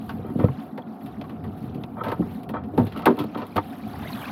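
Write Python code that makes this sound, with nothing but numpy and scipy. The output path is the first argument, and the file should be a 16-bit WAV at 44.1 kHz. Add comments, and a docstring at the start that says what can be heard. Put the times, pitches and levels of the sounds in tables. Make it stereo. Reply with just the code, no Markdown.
"""Knocks and scrapes sound over an idling motor as a netted pot is dragged up the side of a small open boat.
The pot's frame strikes the gunwale, and knees and boots thud on the hull: each impact excites the same
damped modes, a hard contact the high ones, a soft contact the low. Water laps, drips and finally pours
from the net as noise and resonating bubbles. The one-cylinder motor, to the right, rings with every
cycle. All of it is heard through two closely spaced ports in a small housing."""
import sys
import numpy as np
from scipy import signal
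from scipy.fft import rfft, irfft, next_fast_len
from scipy.io import wavfile
from scipy.ndimage import uniform_filter1d, map_coordinates

SR = 44100
rng = np.random.default_rng(int(sys.argv[2]) if len(sys.argv) > 2 else 0)


def wrap_up_sound(samples):
    """Save the sound to the file named by the first command line argument, as 16-bit audio."""
    columns = np.atleast_2d(samples).T
    # keep every value between -1 and 1, then stretch to whole-number steps
    tamed = np.clip(columns, -1, 1)
    steps = np.round(tamed * 32767).astype(np.int16)
    wavfile.write(sys.argv[1], SR, steps)


N = 190315
ONSET_S = .002  # quiet ahead of each contact force

# Bright hiss near 12 kHz that the microphone housing gives to spray and ticks.
# Each row: frequency in Hz, relative level in dB.
TREBLE_COLOUR = [(4120, -50.5), (7000, -15), (9860, -5.5), (10800, 1.5), (11600, 5), (15000, -2),
                 (16000, -5.5)]


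def amp(db):
    """Decibels expressed as an amplitude ratio."""
    return 10 ** (np.asarray(db) / 20)


def unit(x):
    """Normalisation to an rms of 1."""
    return x / np.sqrt(np.mean(x ** 2) + 1e-20)


def peak(x, db):
    """Normalisation to a peak level, taken as twice the rms of the loudest few milliseconds."""
    return amp(db) * x / (2 * np.sqrt(uniform_filter1d(x ** 2, size=200).max()))


def along(points, hz):
    """Interpolation of (Hz, value) points on a logarithmic frequency axis."""
    freqs, values = np.transpose(points)
    return np.interp(np.log(hz + 1), np.log(freqs + 1), values)


def curves(rows):
    """Level envelopes in dB, one for each column after the time; silent outside the rows."""
    times, *columns = np.transpose(rows)
    return [np.interp(np.arange(N) / SR, times, db, -120, -120) for db in columns]


def wobble(rate):
    """Smooth random modulation through rate points a second."""
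    return map_coordinates(rng.standard_normal(int(N * rate / SR) + 4), [np.arange(N) * rate / SR])


def filtered(x, response):
    """Linear filtering: the spectrum is multiplied by a complex frequency response."""
    size = next_fast_len(x.shape[-1] + 2048)
    return irfft(rfft(x, size) * response(np.fft.rfftfreq(size, 1 / SR)), size)[..., :x.shape[-1]]


def dulled(x, hz):
    """Low-pass action: a yielding contact passes little above hz."""
    return filtered(x, lambda f: 1 / (1 + 1.4j * f / hz - (f / hz) ** 2) ** 2)


def panned(x, pan_db):
    """A level difference between the ports places a source; positive is to the left."""
    return x * amp([[pan_db / 2], [-pan_db / 2]])


def spread(x, other, share):
    """Decorrelation: part of the treble reaches the two ports by unlike paths."""
    side = share * other * np.linalg.norm(x) / np.linalg.norm(other)
    return np.array([x + side, x - side])


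def add(out, x, start_s):
    """Superposition of x on out from start_s."""
    i = round(start_s * SR)
    out[:, max(i, 0):max(i + x.shape[1], 0)] += x[:, max(-i, 0):max(out.shape[1] - i, 0)]


def rush(spectrum, pan_db, patchy_db, size=(6, 8)):
    """Partly coherent stereo noise of rms 1, its gain varying in patches of size (bands, frames)."""
    # Likeness of the two ports. Each row: frequency in Hz, correlation.
    coherence = [(60, 0.83), (300, 0.8), (1000, 0.82), (2500, 0.19), (5000, 0.86), (12000, 0.36)]
    cells = signal.stft(rng.standard_normal((2, N)), nperseg=512)[2]
    patches = uniform_filter1d(rng.standard_normal(cells.shape[1:]), size[0], 0)
    patches = uniform_filter1d(patches, size[1], 1)
    pair = signal.istft(cells * amp(patchy_db * unit(patches)), nperseg=512)[1][:, :N]
    angle = lambda f: np.arccos(np.clip(along(coherence, f), -1, 1)) / 2
    mid, side = filtered(pair, lambda f: amp(along(spectrum, f)) * [np.cos(angle(f)), np.sin(angle(f))])
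    return unit(panned(np.array([mid + side, mid - side]), pan_db))


def motor():
    """Periodic excitation: each cycle rings exhaust, casing and cowl, over a drone pulsing in step."""
    # Resonances of one cycle. Each row: delay in seconds, frequency in Hz, peak in dB,
    # rise time in seconds, time to decay by 60 dB in seconds.
    resonances = [(0.02184, 219, -27.5, 0.034, 0.09), (0.0393, 205.6, -43.5, 0.0069, 0.046),
                  (0.0028, 250, -40.5, 0.0073, 0.14), (.042, 270, -30, 0.017, 0.083),
                  (0.14, 250, -37.5, 0.016, 0.2), (0.168, 274.5, -40.5, 0.0051, 0.19),
                  (0.0612, 725, -43, 0.0021, 0.32), (.136, 735, -39.5, 0.015, 0.041)]
    # Casing noise. Each row: frequency in Hz, relative level in dB.
    drone_spectrum = [(88, -41), (150, -3.5), (269, -0.5), (453, -15.5), (588, -15.5), (730, -9),
                      (957, -20.5), (1300, -20), (1480, -27), (2000, -43.5), (2600, -81), (4400, -120)]
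    cycle_s, first_s = .14805, -.0422  # a cycle is two turns of the shaft
    out, t = np.zeros((2, N)), np.arange(SR // 5) / SR
    for start in first_s + cycle_s * np.arange(-1, 31):
        for delay, hz, db, rise, t60 in resonances:
            late, strength, detune = rng.standard_normal(3)
            envelope = amp(-60 * t / t60) * (1 - np.exp(-t / rise)) ** 2
            ring = np.sin(2 * np.pi * hz * (1 + .012 * detune) * t) * envelope
            add(out, panned(peak(ring, db + 1.4 * strength), -4.5), start + delay + 0.001327 * late)
    pulse = np.cos(2 * np.pi * (np.arange(N) / SR - first_s - .09) / cycle_s)
    return out + amp(-39.5 + 0.53 * pulse) * rush(drone_spectrum, pan_db=-5, patchy_db=0.5)


def slosh():
    """Amplitude-modulated noise: the swell laps on the hull with a low, uneven wash."""
    # Strength of the swell. Each row: time in seconds, level in dB.
    swell = [(0, -41.5), (.3, -36), (.4, -25), (.61, -55), (.85, -58), (1.09, -43), (1.39, -35.5),
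             (1.84, -40), (2.21, -34), (2.7, -42.5), (2.94, -39), (3.33, -54.5), (4.08, -38), (4.32, -43.5)]
    # Lapping water. Each row: frequency in Hz, relative level in dB.
    spectrum = [(15, -64), (25, -48.5), (89, -8), (211, -11), (303, -32.5), (394, -19), (500, -24),
                (650, -49), (1100, -120)]
    return amp(curves(swell)[0] + 3.83 * wobble(14)) * rush(spectrum, pan_db=-8.5, patchy_db=-0.5)


def bubbles(start_s, db, hz, cycles):
    """Bubble resonance: sines of slightly rising pitch swell for the given cycles, then decay."""
    k = np.arange(500)
    age = k * hz[:, None] / SR / cycles[:, None]  # 1 at the envelope's crest
    envelope = np.e ** 2 * age ** 2 * np.exp(-2 * age)
    phase = 2 * np.pi * cycles[:, None] * (age + 0.014 * age ** 2)
    waves = amp(db)[:, None] * np.sin(phase) * envelope
    samples = (start_s * SR).astype(int)[:, None] + k
    return np.bincount(samples.ravel(), waves.ravel(), N + 500)[:N]


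def runoff():
    """Water running from the net radiates broadband noise and the resonances of many small bubbles."""
    # Flow from the net. Each row: time in seconds, relative levels of trickle and of spray in dB.
    flow = [(0, -58.5, -60.5), (.3, -63, -64.5), (.6, -55, -61.5), (.76, -68.5, -72), (1.09, -60.5, -65),
            (1.4, -66, -73), (1.62, -59.5, -63), (2.03, -68.5, -70), (2.15, -61, -66), (2.36, -57, -61.5),
            (2.58, -83, -81), (2.82, -55.5, -61), (3.04, -57.5, -70.5), (3.45, -58, -68.5),
            (3.7, -54.5, -60), (3.9, -54, -62.5), (4.07, -47, -54), (4.32, -43.5, -47.5)]
    # Trickling water. Each row: frequency in Hz, relative level in dB.
    trickle_spectrum = [(240, -50), (400, -22.5), (471, -18), (568, -3), (758, -3), (1020, -2.5),
                        (1330, -3.5), (4120, -13), (4970, -22.5), (8000, -39.5), (10400, -48),
                        (17600, -120)]
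    trickle_db, spray_db = curves(flow)
    when, size, pitch, life = rng.random((4, 3000))
    fizz = bubbles(when * N / SR, -4.5 * np.log(size + 0.0019), 700 * 6.2 ** pitch, 2 + 2.9 * life)
    fizz = dulled(fizz, hz=4530) * amp(0.29 * trickle_db)  # a fuller flow bubbles louder
    stream = rush(trickle_spectrum, pan_db=-4.5, patchy_db=4, size=(10, 2))
    trickle = amp(trickle_db) * (amp(5.5) * stream + amp(-5.5) * panned(unit(fizz), -1.5))
    spray_gain = amp(spray_db + 2.4 * wobble(24.04) + 2.1 * wobble(250))
    return trickle + spray_gain * rush(TREBLE_COLOUR, pan_db=-4.5, patchy_db=2.5, size=(16, 2))


def drips():
    """Each drop sounds one bubble resonance; the higher ones ring for more cycles."""
    # Single drops. Each row: start in seconds, peak in dB, frequency in Hz.
    drops = [(0.821, -46, 3210), (3.5244, -44, 2280), (3.706, -44, 3500), (3.724, -45, 740),
             (3.7294, -46, 2470), (3.8355, -42, 2280), (3.864, -36, 693), (3.9335, -44.5, 4330),
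             (3.9534, -42.5, 1830), (3.994, -38.5, 780), (4.023, -35.5, 825), (4.054, -35.5, 635),
             (4.0707, -32, 2010), (4.0815, -35, 3600), (4.099, -34, 990), (4.1298, -29.5, 3970),
             (4.1354, -39, 2420), (4.164, -39, 583), (4.184, -40, 893), (4.2155, -36.5, 2900),
             (4.2554, -31, 2450), (4.275, -31, 1070), (4.294, -35, 797)]
    start_s, db, hz = np.transpose(drops)
    return panned(bubbles(start_s, db, hz, cycles=4.7 + 0.8 * np.log2(hz / 1000)), -2.2)


def hull(force, weight_db, ring=1):
    """Modal response to a force; ring scales the decay times, which a body resting on the hull shortens."""
    # Modes of hull and gunwale. Each row: frequency in Hz, relative level in dB,
    # free time to decay by 60 dB in seconds.
    modes = [(100, 3, 0.23), (135, 2, 0.14), (180, -3, 0.09), (238.2, 1, 0.18), (300.6, 4.5, 0.22),
             (385.7, -1, 0.071), (489.4, 0, 0.094), (595, -3.5, 0.053), (743, -1.5, 0.052),
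             (911.2, 1.5, 0.12), (1008, -4.5, 0.11), (1123, -4, 0.045), (1302, -4.5, 0.05),
             (1517, -9.5, 0.021), (1847, -9, 0.039), (2040, -11, 0.028), (2360, -14, 0.076),
             (2704, -19, 0.3), (3220, -17, 0.032), (3600, -23, 0.024), (3900, -22, 0.031)]
    resonators = []
    for k, (hz, db, t60) in enumerate(modes):
        gain = (-1) ** k * amp(db + weight_db(hz) + 2.2 * rng.standard_normal())
        bandwidth = np.log(1000) / (np.pi * t60 * ring)
        resonators.append((hz, gain, bandwidth))
    return filtered(force, lambda f: sum(gain * 1j * f * width / (hz ** 2 - f ** 2 + 1j * f * width)
                                         for hz, gain, width in resonators))


def contact(decay_s, jolt):
    """Impact force: an impulse of size jolt, then chatter that decays exponentially."""
    t = np.arange(int(.28 * SR)) / SR
    chatter = rng.standard_normal(len(t)) * np.exp(-t / decay_s)
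    return np.pad(chatter / np.linalg.norm(chatter) + jolt * (t == 0), (round(ONSET_S * SR), 0))


def thuds():
    """Soft impact: knees and boots push slowly, so they excite only the hull's lower modes."""
    # Soft blows. Each row: start in seconds, peak in dB, centre frequency in Hz,
    # contact decay in seconds, left-right difference in dB.
    blows = [(.19, -22.5, 108, 0.019, 1.5), (.245, -29, 350, 0.014, 22), (.299, -23, 226, .008, 18),
             (0.353, -11.5, 182, .0046, 9.5), (0.387, -15, 164, 0.027, 16), (.398, -13.5, 180, 0.018, 15),
             (0.4386, -0.5, 135, 0.0047, 6), (.484, -14.5, 135, 0.0012, 14), (.5, -20, 127, 0.0074, 1),
             (1.751, -21.5, 210, 0.028, 0.5), (1.779, -21, 204, .013, 1), (2.191, -11, 223, .003, -3.5),
             (2.202, -9.5, 219, 0.0091, -0.5), (2.779, -4, 223, 0.019, -1), (2.791, -5.5, 190, .015, -3),
             (2.81, -13, 123, 0.031, 0), (2.837, -21.5, 111, .026, -3.5), (3.065, -5.5, 350, 0.017, 2),
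             (3.08, -3.5, 297, 0.027, 0.5), (3.099, -12.5, 314, 0.019, -3),
             (3.199, -14.5, 255, 0.016, -2.5), (3.24, -19.5, 231, 0.011, -0.5),
             (3.357, -20, 260, 0.0069, -4), (3.568, -24, 249, .0063, -1)]
    out = np.zeros((2, N))
    for start, db, hz, decay_s, pan_db in blows:
        # Every blow reaches the modes near its own centre and, more weakly, those near 500 Hz.
        weight_db = lambda f: np.maximum(-12 * np.log2(f / hz) ** 2, -12 - 30 * np.log2(f / 500) ** 2)
        push = dulled(contact(decay_s, jolt=1.26), hz=735)
        thud = peak(hull(push, weight_db, ring=0.67), db)
        add(out, panned(thud, pan_db), start - ONSET_S)
    return out


def scrape():
    """Friction: knots of the net catch on the edge in turn and drive the hull's modes unevenly."""
    # Drags of the net. Each row: start in seconds, length in seconds, level in dB.
    drags = [(0.261, 0.05, -43.5), (0.401, 0.045, -32.5), (1.985, 0.16, -34.5), (2.543, 0.026, -32),
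             (2.956, .09, -37.5), (3.186, 0.042, -34.5), (3.352, 0.077, -34)]
    attack_s, release_db_per_s = 0.018, 397
    t, envelope = np.arange(N) / SR, np.zeros(N)
    for start, length_s, db in drags:
        attack = np.clip(1 + (t - start) / attack_s, 0, 1) ** 2
        envelope += attack * amp(db - release_db_per_s * np.maximum(t - start - length_s, 0))
    friction = dulled(rng.standard_normal(N) * amp(4 * wobble(160)), hz=3500)
    weight_db = lambda f: along([(200, 3.3), (500, 11), (1500, 6.7), (3500, 4.9)], f)
    return panned(envelope * unit(hull(friction, weight_db)), -3.5)


def knocks():
    """Hard impact: the frame's abrupt force on the gunwale reaches the upper modes, cracks and ticks."""
    # Hard blows. Each row: start in seconds, peak of the body sound in dB, weight of its low modes in dB,
    # peaks of edge and of tick in dB relative to the body, contact decay in seconds.
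    blows = [(0.093, -25.5, -25.5, -5.5, -25, 0.015), (0.389, -32, 14, -9, -26.5, .03),
             (0.421, -29, 7, -21, -27, .0095), (.442, -23.5, 13, -12.5, -33, 0.0057),
             (.484, -24.5, -6, -28, -36, .003), (.777, -26, -1.5, -11.5, -29, 0.011),
             (1.061, -44.5, 20, 2.5, -7, 0.022), (1.213, -30, 1, -4.5, -25.5, .007),
             (1.24, -36.5, -27, -10, -24, 0.0143), (1.295, -34.5, 1, -7, -24, 0.025),
             (1.44, -34.5, -9, -8.5, -19.5, 0.022), (1.575, -40.5, 18, -11, -17, 0.024),
             (1.746, -47, 1, 4.5, -8, .012), (1.837, -48, -1, 16.5, -16.5, 0.004),
             (1.967, -32.5, -3, -22, -33.5, .012), (2.037, -24, -7, -6.5, -19.5, 0.025),
             (2.065, -21, -4.5, -17, -36, 0.022), (2.084, -22, 17, -9.5, -25, 0.017),
             (2.117, -16, -5, -13, -27.5, 0.01), (2.219, -32, -16, -30, -26, 0.0098),
             (2.257, -29, 9, -33, -33, .012), (2.433, -57, 2, 13.5, 7.5, .009),
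             (2.491, -26, 3, -9.5, -19.5, 0.016), (2.539, -25, -5, -17.5, -44.5, 0.041),
             (2.638, -35.5, 5, -11.5, -30, 0.014), (2.685, -41, 3, -16, -30, .011),
             (2.734, -23.5, 18.5, -41, -43, .036), (2.777, -10.5, 5, -20, -31.5, 0.021),
             (2.85, -49, 1, -9, 2, .012), (2.867, -25.5, 9.5, -9, -23, 0.015),
             (2.923, -41.5, 1, 4.5, -11, .013), (2.962, -35.5, -17, -1, -16, 0.013),
             (2.974, -30, 0, -3.5, -16, .013), (2.992, -28.5, -5, -9, -19.5, .012),
             (3.021, -30.5, 9, -5.5, -22, 0.008), (3.057, -12, -7.5, -3, -12, 0.0057),
             (3.063, -5.5, -17, -15, -31, 0.016), (3.104, -26.5, -1, -10.5, -24.5, 0.026),
             (3.17, -36, 2, -5, -13, .0076), (3.189, -25.5, 4, -.5, -13, 0.022),
             (3.239, -33.5, -11, -5, -12.5, 0.0069), (3.347, -38, -1, 3.5, -30, 0.0071),
             (3.375, -27, 1, -7, -23, 0.034), (3.419, -30, 1, -7.5, -36, 0.018),
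             (3.467, -50, 0, 7, 2.5, 0.01), (3.559, -17, 0, -18, -24, .006),
             (3.566, -17, 3, -6.5, -19, 0.0062), (3.578, -9, -11.5, -17.5, -41, 0.01),
             (3.876, -44, -5, -2.5, -7, .0067)]
    ring = 0.54  # share of the hull's free decay time
    crack_spectrum = [(1500, -54), (2500, 0.5), (4200, -6.5), (5400, -21), (6500, -29.5), (9000, -55)]
    crack_band = lambda f: amp(along(crack_spectrum, f))
    housing_band = lambda f: amp(along(TREBLE_COLOUR, f))
    out = np.zeros((2, N))
    for start, db, low_db, edge_db, tick_db, decay_s in blows:
        force = contact(decay_s, jolt=0.33)
        body_weights = [(250, low_db - 2.5), (500, low_db), (1100, -2), (1700, -5), (2600, -13)]
        body = hull(dulled(force, hz=2400), lambda f: along(body_weights, f), ring)
        edge_force = dulled(contact(0.87 * decay_s, jolt=0.79), hz=4170)
        edge_modes = hull(edge_force, lambda f: along([(1500, -22), (2400, -13.5)], f), ring)
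        edge = peak(unit(edge_modes) + 0.57 * unit(filtered(force, crack_band)), db + edge_db)
        tick, tick_side = (filtered(contact(0.85 * decay_s, jolt=0.25), housing_band) for _ in range(2))
        edge_side = filtered(contact(decay_s, jolt=0), crack_band)
        treble = spread(edge, edge_side, 0.22) + spread(peak(tick, db + tick_db), tick_side, 0.73)
        add(out, panned(peak(body, db) + treble, -3.5), start - ONSET_S)
    return out


def scene():
    """Superposition of the sources in and around the boat."""
    return motor() + thuds() + knocks() + scrape() + slosh() + runoff() + drips()


def record(dry):
    """Two ports differ in level and phase; soft saturation rounds the peaks ahead of a band limit."""
    # Phase between the ports. Each row: frequency in Hz, lead of the left port in radians.
    phase_lead = [(0, 1.25), (260, 0.28), (520, 0.4), (780, 0.55), (2330, 1.12), (3450, 1.03), (4050, 1.7),
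                  (5680, 0.071), (6290, 0.039), (7410, 0.82), (8010, 1.6), (10900, 0.69), (11500, 0.46),
                  (16100, 0.02)]
    # Balance of the ports. Each row: frequency in Hz, left-right difference in dB.
    balance = [(100, -5.5), (1000, 0.5), (4000, -1), (9000, -7.5), (13000, 5)]
    left = lambda f: amp(along(balance, f) / 2) * np.exp(.5j * np.interp(f, *np.transpose(phase_lead)))
    ports = filtered(dry, lambda f: np.array([left(f), 1 / left(f)]))
    rounded = ports / (1 + np.abs(ports / .9) ** 4) ** (1 / 4)
    return filtered(rounded, lambda hz: hz < 15900)


dry = scene()
out = record(dry)
wrap_up_sound(out)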